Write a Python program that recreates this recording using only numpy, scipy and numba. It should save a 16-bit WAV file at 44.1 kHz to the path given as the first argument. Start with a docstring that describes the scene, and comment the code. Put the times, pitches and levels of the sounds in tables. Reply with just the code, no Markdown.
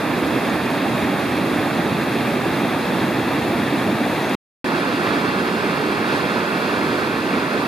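"""A river in spate pours over a low weir in a town, in stereo. We open beside the fall: plunging water
makes big air pockets boom, splashes shed swarms of bubbles, foam fizzes. At 4.2 s a small bird peeps
once and something ticks, then a cut drops everything into 0.3 s of silence. The river returns from
across the pool below the weir, its splash swelling and easing while the boom slowly fades."""
import sys
import numpy as np
from scipy import signal
from scipy.fft import rfft, irfft
from scipy.io import wavfile
from numba import njit

SR = 44100
rng = np.random.default_rng(int(sys.argv[2]) if len(sys.argv) > 2 else 0)


def unload_audio(sound):
    """Save the sound as a 16-bit wav file, at the path given as the first command line argument."""
    columns = np.transpose(np.atleast_2d(sound))
    # keep every value between -1 and 1, then stretch to whole-number steps
    steps = np.round(np.clip(columns, -1, 1) * 32767)
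    wavfile.write(sys.argv[1], SR, steps.astype(np.int16))


N = 338247
T = np.arange(N) / SR
HZ = np.maximum(np.arange(N // 2 + 1) * SR / N, 1)


# Tone of the water beside the fall. Each row: frequency in Hz, relative level in dB.
WEIR_TONE = [(30, -34), (45, -36.5), (66, -19.5), (100, -11), (135, -5.5), (175, -4.5), (225, -1),
             (265, 0.4), (335, -2), (460, -8.5), (600, -8), (850, -9.5), (1000, -12.5), (1200, -12),
             (1400, -15), (1750, -13.5), (2100, -17), (2550, -16), (3800, -22.5), (4700, -29),
             (5950, -36.5), (6500, -35.5), (8100, -41.5), (9000, -37.5), (10000, -37), (13000, -39.5),
             (15500, -47)]
# Its stereo image. Each row: frequency in Hz, left minus right in dB, likeness of the two sides
# from 0 to 1, phase lead of the left in radians.
WEIR_IMAGE = [(35, -2.3, 0.5, 0.07), (75, -3.5, 0.97, 0.04), (270, -2.0, 0.987, 0.11),
              (480, -2.4, 0.9, 0.0), (750, -2.1, 0.89, 0.04), (1000, -2.2, 0.8, 0.15),
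              (1400, -2.5, 0.69, 0.22), (1900, -0.8, 0.84, 0.2), (2600, -0.0, 0.9, 0.22),
              (3600, 0.2, 0.87, 0.18), (4400, -0.4, 0.69, 0.22), (5400, -0.1, 0.21, 0.65),
              (6300, 0.5, 0.33, 0.03), (7200, 0.4, 0.76, 0.0), (11000, -0.1, 0.8, -0.0),
              (15000, -0.8, 0.92, 0.0)]
# Slow surges of the deep plunge. Each row: time in seconds, level in dB.
WEIR_SURGES = [(0, -22), (0.22, -21), (0.55, -22.5), (1.15, -22), (1.45, -21.5), (2.0, -21.5),
               (2.75, -21.8), (3.55, -21.5), (3.72, -23), (3.9, -21), (4.15, -23), (4.3, -23)]


def weir():
    """Beside the fall: a heavy boom surges under steady foam, drifting from the right to the middle."""
    ahead, around = (whitewater(bubble_db=-8, cycles=14.2, scatter_db=1.5, drop_db=-14,
                                swell_db=.27, flicker_db=.6) for _ in range(2))
    boom_db = np.interp(T, *np.transpose(WEIR_SURGES))
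    water = place_water(ahead, around, WEIR_TONE, WEIR_IMAGE, boom_db, splash_db=-24)
    pan_db = -.5 + .29 * T  # left minus right, on top of the image
    return water * undb(np.array([pan_db, -pan_db]) / 2)


# Tone of the water from across the pool. Each row: frequency in Hz, relative level in dB.
POOL_TONE = [(30, -39), (45, -38), (66, -23), (100, -12), (135, -8.2), (230, -0.1), (310, -0.4), (420, -3),
             (520, -6), (690, -9.5), (950, -9), (1200, -9.5), (1650, -9), (2080, -15.7), (2700, -13.4),
             (3400, -18), (3750, -21.4), (4400, -22.5), (5000, -25.8), (5700, -33), (6600, -34.5),
             (7800, -38.2), (10000, -36.7), (13000, -41.5), (15200, -49)]
# Its stereo image. Each row: frequency in Hz, left minus right in dB, likeness of the two sides
# from 0 to 1, phase lead of the left in radians.
POOL_IMAGE = [(45, -3.4, 0.64, 0.05), (95, -3.9, 0.9, 0.08), (300, -1.7, 0.985, 0.08),
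              (500, -3.5, 0.94, -0.2), (680, -5.1, 0.9, -0.08), (900, -3.9, 0.89, -0.14),
              (1150, -6.2, 0.85, -0.89), (1400, -8.3, 0.74, -1.76), (1650, -3.7, 0.81, -1.94),
              (1900, 2.5, 0.63, -1.19), (2150, 4.5, 0.65, -0.43), (2700, 1.6, 0.85, 0.01),
              (3500, 0.4, 0.8, 0.25), (4300, 0.3, 0.74, 0.18), (5400, -0.5, 0.2, -0.13),
              (6500, 0.3, 0.37, 0.13), (8000, 0.3, 0.43, -0.01), (10000, 0.5, 0.65, -0.03),
              (12000, -0.4, 0.81, -0.0), (15000, -0.2, 0.9, 0.01)]
# The splash swelling and easing. Each row: time in seconds, level in dB.
POOL_SWELLS = [(4.7, -23.8), (4.95, -24), (5.15, -23), (5.55, -24.5), (5.92, -23.5), (6.02, -24),
               (6.12, -22.5), (6.25, -23.8), (6.6, -23.5), (7.1, -24.4), (7.45, -24.5), (7.6, -24)]


def pool(start_s):
    """Across the pool: a gently swelling rush that leans right, the boom of the plunge slowly fading."""
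    ahead, around = (whitewater(bubble_db=-9, cycles=12.4, scatter_db=2, drop_db=-14.5,
                                swell_db=.3, flicker_db=.83) for _ in range(2))
    boom_db = -22 - .4 * (T - start_s)
    splash_db = np.interp(T, *np.transpose(POOL_SWELLS))
    return place_water(ahead, around, POOL_TONE, POOL_IMAGE, boom_db, splash_db)


def whitewater(bubble_db, cycles, scatter_db, drop_db, swell_db, flicker_db):
    """The rush layered with nearer bubbles and a few longer-ringing drops, as a spectrum."""
    swarm = undb(bubble_db) * bubbles(count=45000, cycles=cycles, scatter_db=scatter_db)
    drops = undb(drop_db) * bubbles(count=3000, cycles=70, scatter_db=2.5)
    return rfft(unit(rush(swell_db, flicker_db) + swarm + drops))


def rush(swell_db, flicker_db):
    """Countless splashes merge into a bed of noise whose octaves swell together and flicker alone."""
    noise = rfft(rng.standard_normal(N))
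    swell = drift(rate_hz=4.6)
    out = 0
    for octave in range(5, 15):  # centres from 32 Hz to 16 kHz
        band = np.maximum(1 - np.abs(np.log2(HZ) - octave), 0)
        level_db = swell_db * swell + flicker_db * drift(rate_hz=15.5)
        out = out + irfft(noise * band, N) * undb(level_db)
    return unit(out)


def bubbles(count, cycles, scatter_db):
    """A swarm from big booming air pockets to fine fizz, the small bubbles more numerous."""
    position, smallness, life, chance = rng.random((count, 4)).T
    hz = (7 + 118 * smallness) ** 2
    accent_db = -scatter_db * np.log(np.maximum(chance, 1 / 500))  # a few stand out
    gain = hz ** (3 / 4) * undb(accent_db)  # the tilt keeps power per Hz even
    return unit(ring_bubbles(position, hz, cycles * (.5 + life), gain, glide=.149))


@njit
def ring_bubbles(position, hz, cycles, gain, glide):
    """Each bubble is a dying sine whose pitch climbs as it nears the surface."""
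    out = np.zeros(N)
    for k in range(len(position)):
        first, length = int(position[k] * N), int(cycles[k] * SR / hz[k])
        phase = 0.
        for i in range(min(length, N - first)):
            age = i / length
            phase += 2 * np.pi * hz[k] * (1 + glide * age) / SR
            out[first + i] += gain[k] * np.exp(-5 * age) * np.sin(phase)
    return out


def place_water(ahead, around, tone, image, boom_db, splash_db, crossover_hz=500):
    """Water ahead reaches both sides alike, water around differs; boom and splash each get a fader."""
    tone_db, = across_spectrum(tone)
    pan_db, likeness, lead = across_spectrum(image)
    sides = np.array([[1], [-1]])
    pair = ahead * np.sqrt(1 + likeness) + sides * around * np.sqrt(1 - likeness)
    pair = pair * undb(tone_db + sides * pan_db / 2) * np.exp(.5j * sides * lead)
    out = 0
    for band, fader_db in ((HZ < crossover_hz, boom_db), (HZ >= crossover_hz, splash_db)):
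        layer = irfft(pair * band * (HZ > 1), N)
        out = out + layer * undb(fader_db) / np.std(layer.mean(axis=0))
    return out


def bird(start_s=4.212, length_s=.095, fade_s=.018, level_db=-49.8):
    """One thin whistle that slides up and levels off, barely over the water."""
    from_hz, to_hz, rise_s = 5450, 6500, .021
    age = np.maximum(T - start_s, 0)
    hz = to_hz + (from_hz - to_hz) * np.exp(-age / rise_s)
    whistle = unit(np.sin(2 * np.pi * np.cumsum(hz) / SR))
    envelope = np.clip(np.minimum(age, length_s - age) / fade_s, 0, 1)
    return undb(level_db) * envelope * whistle


def tick(start_s=4.2952, decay_s=.0016, level_db=-31):
    """A tiny close tick: bright noise with a hard attack that dies at once."""
    age = T - start_s
    band = (HZ > 4000) * (HZ < 11800)
    crack = unit(irfft(rfft(rng.standard_normal(N)) * band, N))
    envelope = (age > 0) * np.exp(-np.abs(age) / decay_s)
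    return undb(level_db) * envelope * crack


def drift(rate_hz):
    """A smooth random wander of rms 1, rolling off above the given rate."""
    smoothing = (HZ > 1) / (1 + (HZ / rate_hz) ** 4)
    return unit(irfft(rfft(rng.standard_normal(N)) * smoothing, N))


def across_spectrum(table):
    """A table's columns drawn as curves over log frequency."""
    hz, *columns = np.transpose(table)
    return [np.interp(np.log(HZ), np.log(hz), column) for column in columns]


def undb(db):
    """Decibels to gain."""
    return 10 ** (np.asarray(db) / 20)


def unit(x):
    """Scale to rms 1."""
    return x / np.sqrt(np.mean(x ** 2))


def scene():
    """Beside the fall, a hard cut to silence, then across the pool."""
    cut_s, resume_s, fade_s = 4.3515, 4.6428, .001
    weir_gate = np.clip((cut_s - T) / fade_s, 0, 1)
    pool_gate = np.clip((T - resume_s) / fade_s, 0, 1)
    return (weir() + bird() + tick()) * weir_gate + pool(resume_s) * pool_gate


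def record(dry):
    """A narrow notch in the presence range and a steep cut of the very top."""
    notch_hz, width_hz, top_hz = 3000, 380, 15500
    notch = signal.iirnotch(notch_hz, notch_hz / width_hz, fs=SR)
    high_cut = signal.ellip(10, .1, 80, top_hz, fs=SR, output="sos")
    return signal.sosfilt(high_cut, signal.lfilter(*notch, dry))


dry = scene()
out = record(dry)
unload_audio(out)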